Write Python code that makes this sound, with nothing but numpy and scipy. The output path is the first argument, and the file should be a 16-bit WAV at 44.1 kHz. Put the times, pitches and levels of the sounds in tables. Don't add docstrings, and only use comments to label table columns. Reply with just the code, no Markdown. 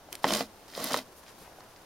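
import sys
import numpy as np
from scipy import signal
from scipy.fft import rfft, irfft, next_fast_len
from scipy.io import wavfile

SR = 44100
rng = np.random.default_rng(int(sys.argv[2]) if len(sys.argv) > 2 else 0)


def persist_wave(psi):
    counts = np.round(np.clip(psi, -1, 1) * 32767).astype(np.int16)
    wavfile.write(sys.argv[1], SR, np.atleast_2d(counts).T)


N = 81585
TIME = np.arange(N) / SR
LOW_CUT_HZ = 162


def from_db(db):
    return 10 ** (np.asarray(db) / 20)


def rms_one(x):
    return x / np.sqrt(np.mean(x ** 2) + 1e-20)


def level(rows):
    return from_db(np.interp(TIME, *np.transpose(rows), left=-150, right=-150))


def per_bin(points):
    hz, value = np.transpose(points)
    return np.interp(np.log(np.linspace(1, SR / 2, next_fast_len(N) + 1)), np.log(hz), value)


def colour(x, gain):
    half = len(gain) - 1
    cepstrum = irfft(np.log(gain + 1e-9))
    cepstrum[1:half] *= 2
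    cepstrum[half + 1:] = 0
    return irfft(rfft(x, 2 * half) * np.exp(rfft(cepstrum)))[..., :N]


def band(x, low_hz, high_hz, order=2):
    return signal.sosfilt(signal.butter(order, [low_hz, high_hz], "band", fs=SR, output="sos"), x)


def drift(rate_hz):
    pole = np.exp(-2 * np.pi * rate_hz / SR)
    return rms_one(signal.lfilter([1], [1, -2 * pole, pole * pole], rng.standard_normal(2 * N))[N:])


def ring(x, hz, t60_s):
    r = from_db(-60 / (t60_s * SR))
    return signal.lfilter([.5, 0, -.5], [1, -2 * r * np.cos(2 * np.pi * hz / SR), r * r], x + 1e-18)


def body(drive, modes):
    return sum(from_db(db) * ring(drive, hz, t60_s) / np.sqrt(t60_s * SR) for hz, db, t60_s in modes)


def grains(per_s, spread_db, clump_db, clump_hz):
    sizes = from_db(spread_db * np.minimum(rng.exponential(1, N), 5)) * rng.choice([-1, 1], N)
    occurs = rng.random(N) < per_s / SR
    return rms_one(sizes * occurs * from_db(clump_db * drift(clump_hz)))


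def placed(clicks):
    return np.array([clicks, np.roll(clicks, 1) * rng.standard_normal(N)])


def add(out, start_s, sound):
    start = int(start_s * SR)
    out[..., start:start + sound.shape[-1]] += sound[..., :N - start]


# freq_hz, gain_db
FOREST_COLOUR = [(20, -2), (40, -3.5), (65, -2), (100, -1.5), (160, -5), (300, -4), (650, -0.5), (900, -3),
                 (1300, -7.5), (2200, -14), (4000, -16), (6000, -15.5), (8000, -20), (13000, -21),
                 (16000, -24.5)]
# freq_hz, likeness (0-1)
FOREST_LIKENESS = [(60, 0.96), (180, 0.81), (550, 1), (1650, 0.55), (4970, 0.077), (15000, 0.017)]

def forest(level_db=-54):
    alike = np.clip(per_bin(FOREST_LIKENESS), 0, .99)
    gain = from_db(per_bin(FOREST_COLOUR))
    mid, side = [colour(rng.standard_normal(N), gain * np.sqrt(1 + sign * alike)) for sign in (1, -1)]
    return from_db(level_db) * rms_one(mid + side * [[1], [-1]])


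# time_s, level_db
RUSTLE_LEVEL = [(0, -102), (0.11, -58.5), (0.14, -45.5), (0.165, -56.5), (0.21, -56.5), (0.5, -59.5),
                (0.62, -59), (1.11, -59.5), (1.2, -61), (1.3, -55), (1.36, -58), (1.48, -57), (1.555, -60),
                (1.605, -60.5), (1.7, -61.5), (1.85, -60.5)]
# freq_hz, gain_db
RUSTLE_COLOUR = [(100, -11), (300, 9.5), (800, 2.5), (1500, 1), (2500, -5.5), (5000, -6), (8000, -6),
                 (13000, -10.5), (16000, -20)]
# peak_s, level_db, half_length_s, low_hz, high_hz
SCUFFS = [(0.085, -58, 0.023, 230, 390), (0.13, -65, 0.027, 1200, 11800),
          (1.182, -56.5, 0.029, 4960, 14000), (1.287, -54.5, 0.021, 1000, 7000),
          (1.41, -55, 0.02, 138, 347), (1.418, -56, .04, 2500, 14000), (1.46, -56, 0.027, 696, 2170),
          (1.633, -58, 0.031, 497, 1690)]

def rustle(pan_db=2.5):
    shared, left, right = [grains(5000, spread_db=3, clump_db=2, clump_hz=34) for _ in range(3)]
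    crinkle = shared + 0.55 * np.array([left, right])
    out = level(RUSTLE_LEVEL) * rms_one(colour(crinkle, from_db(per_bin(RUSTLE_COLOUR))))
    for peak_s, db, half_length_s, low_hz, high_hz in SCUFFS:
        width = min(1, np.sqrt(low_hz * high_hz) / 4000)
        rub = rng.standard_normal(N) + width * rng.standard_normal((2, N))
        swell = np.exp(-((TIME - peak_s) / half_length_s) ** 2)
        out += from_db(db) * swell * rms_one(band(rub, low_hz, high_hz))
    return out * from_db([[pan_db / 2], [-pan_db / 2]])


# time_s, level_db
SHEET_LOAD = [
    [(0.236, -70), (0.249, -28.5), (0.275, -33), (0.305, -30.5), (0.35, -33), (0.39, -37), (0.407, -31),
     (0.42, -41), (0.46, -50)],
    [(0.72, -56), (0.778, -46), (0.82, -39), (0.88, -43), (0.912, -33), (0.955, -36), (0.984, -39.5),
     (0.996, -51), (1.02, -52)],
]

def flutter():
    load = sum(map(level, SHEET_LOAD))
    return from_db(-25) * load * rms_one(band(rng.standard_normal(N), low_hz=30, high_hz=110))


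# pitch_hz, level_db, t60_s
CRUST_MODES = [(1855, -1, 0.023), (2017, 1, 0.086), (2450, -3.5, 0.078), (3010, -2, 0.072),
               (3101, -0.5, 0.044), (3280, -4.5, 0.12), (3723, -1, 0.03), (4170, -3.5, 0.11),
               (4960, 5, .04), (5477, 0, 0.048)]
# start_s, strength_db, low_hz, high_hz
SNAPS = [(0.1248, -35.5, 8600, 15900), (0.1278, -19, 1000, 14400), (0.1532, -21, 1080, 11500),
         (0.2333, -31, 1200, 16000), (0.2423, -13, 980, 4400), (0.286, -48, 2500, 12000),
         (0.2895, -15.5, 2230, 4870), (0.3072, -13.5, 1480, 5800), (0.3225, -16, 2000, 7700),
         (0.3366, -8.5, 1780, 7400), (0.3495, -14, 1800, 6000), (0.352, -15.5, 1480, 9900),
         (0.3738, -22.5, 2460, 10800), (0.4074, -17.5, 1530, 4740), (0.4203, -34, 1890, 6500),
         (0.737, -32, 1200, 4500), (0.7507, -24.5, 1970, 4630), (0.7635, -31, 6000, 15000),
         (0.8423, -13, 8200, 14500), (0.9205, -17.5, 3000, 9700), (0.9316, -16.5, 2500, 5200),
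         (0.9345, -15.5, 3550, 10500), (0.943, -19, 1110, 6100), (0.9432, -15, 1000, 5600),
         (0.963, -21.5, 3300, 6160), (0.9737, -20, 3500, 11800), (0.9882, -22, 1570, 4630),
         (1.265, -40, 1400, 4000), (1.281, -38, 1510, 6200), (1.606, -40, 2470, 6040),
         (1.762, -39, 1590, 5400)]

def snaps(splinter_db=-12, t60_s=.012, crust_db=-10):
    out, age_s = np.zeros((2, N)), TIME[:SR // 20]
    for start_s, db, low_hz, high_hz in SNAPS:
        burst = from_db(splinter_db - 60 * age_s / t60_s) * rng.standard_normal((2, len(age_s)))
        burst[0, 0] = 1
        burst = band(burst, low_hz, high_hz)
        add(out, start_s, 2.01 * from_db(db) * burst / np.linalg.norm(burst[0]))
    return out + from_db(crust_db) * np.std(out) * rms_one(body(out, CRUST_MODES))


# pitch_hz, level_db, t60_s
SHEET_MODES = [(168.6, -9.5, 0.042), (214, -3, 0.18), (259.3, -1.5, 0.1), (331.3, -4, 0.094),
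               (474, -3.5, 0.05), (605, 2, 0.059), (677, -13, 0.076), (780, -38, 0.021),
               (1066, -6.5, 0.032), (1350, -28, 0.097)]
# start_s, strength_db, pitch_hz
CRACKS = [(0.0873, -40, 720), (0.2428, -9, 932), (0.2472, -18, 740), (0.2501, -20, 500),
          (0.3058, -21.5, 1030), (0.4072, -19.5, 620), (0.7768, -25, 565), (0.9425, -14, 1026),
          (0.9458, -20.5, 600), (0.963, -25, 1120), (0.9884, -31.5, 750), (1.478, -43.5, 840),
          (1.522, -44, 750), (1.586, -41.5, 715), (1.606, -41.5, 1000)]

def cracks(rise_cycles=0.74, sharpness=1.22, overtone_ratio=1.96):
    knocks, kicks = np.zeros(N), np.zeros(N)
    for start_s, db, pitch_hz in CRACKS:
        cycles = pitch_hz * TIME[:SR // 20]
        age, phase = cycles / rise_cycles, 2 * np.pi * cycles
        tone = np.sin(phase) + from_db(-12) * np.sin(overtone_ratio * phase)
        swell = (age * np.exp(1 - age)) ** sharpness
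        add(knocks, start_s, from_db(db) * swell * tone)
        add(kicks, start_s, from_db([db]))
    sheet = from_db(-20.5) * body(kicks, SHEET_MODES)
    crust = from_db(-15) * body(band(kicks, LOW_CUT_HZ, high_hz=2100), CRUST_MODES)
    thud = from_db(-20) * ring(kicks, hz=180, t60_s=0.058)
    return knocks + np.sqrt(SR) / 10 * (sheet + crust) + thud


# time_s, level_db
TEAR_LEVEL = [
    [(0.222, -57.5), (0.245, -43.5), (0.262, -43.5), (0.284, -32.5), (0.312, -37), (0.348, -30),
     (0.362, -34), (0.408, -34.5), (0.43, -45), (0.475, -58)],
    [(0.68, -55), (0.735, -52), (0.775, -41), (0.81, -41.5), (0.85, -34), (0.9, -37.5), (0.94, -36),
     (0.985, -36.5), (1.005, -47.5), (1.035, -58.5)],
]
# freq_hz, gain_db
FIBRE_COLOUR = [(100, -5), (400, -2.5), (1000, 1), (1500, 0), (2300, -6.5), (3200, -2.5), (4100, 2),
                (5200, -2), (6800, -3.5), (9500, -8), (13000, -8.5), (16000, -13.5)]

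def tearing():
    tear, load = sum(map(level, TEAR_LEVEL)), sum(map(level, SHEET_LOAD))
    fibres = placed(grains(per_s=4800, spread_db=3.2, clump_db=0.6, clump_hz=128))
    crackle = tear * rms_one(colour(fibres, from_db(per_bin(FIBRE_COLOUR))))
    crust = body(fibres * tear, CRUST_MODES) / np.std(body(fibres, CRUST_MODES))
    tugs = placed(grains(per_s=2200, spread_db=2.5, clump_db=2.5, clump_hz=60))
    rumble = body(tugs * load, SHEET_MODES) / np.std(body(tugs, SHEET_MODES))
    return from_db(-2.5) * crackle + from_db(-12) * crust + from_db(0.5) * rumble


# freq_hz, side_gain_db
BARK_WIDTH = [(150, -31), (600, -24), (1200, -20), (2500, -10.5), (5000, -7), (12000, -1)]
# freq_hz, left_minus_right_db
BARK_PAN = [(400, 0), (1400, 0), (3000, -2.5), (12000, -2.2)]

def bark_at_microphone(mid, side, reflection_s=(0.0016, 0.0023)):
    side = colour(side, from_db(per_bin(BARK_WIDTH)))
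    pan_db = per_bin(BARK_PAN)
    direct = np.array([colour(mid + sign * side, from_db(sign * pan_db / 2)) for sign in (1, -1)])
    delayed = np.array([np.interp(TIME - lag, TIME, ear) for ear, lag in zip(direct, reflection_s)])
    reflection = from_db(-13) * band(delayed, low_hz=1520, high_hz=16100)
    low_cut = signal.butter(3, LOW_CUT_HZ, "high", fs=SR, output="sos")
    return signal.sosfilt(low_cut, direct + reflection)


def scene():
    mid, side = tearing() + snaps()
    return bark_at_microphone(mid + cracks(), side) + flutter() + rustle() + forest()


def record(dry, dip_depth=0.26, notch_hz=7880, cutoff_hz=15800):
    dipped = dry - dip_depth * band(dry, low_hz=6140, high_hz=7300, order=1)
    notched = signal.lfilter(*signal.iirnotch(notch_hz, Q=17.6, fs=SR), dipped)
    return signal.sosfilt(signal.ellip(10, .2, 80, cutoff_hz, fs=SR, output="sos"), notched)


dry = scene()
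out = record(dry)
persist_wave(out)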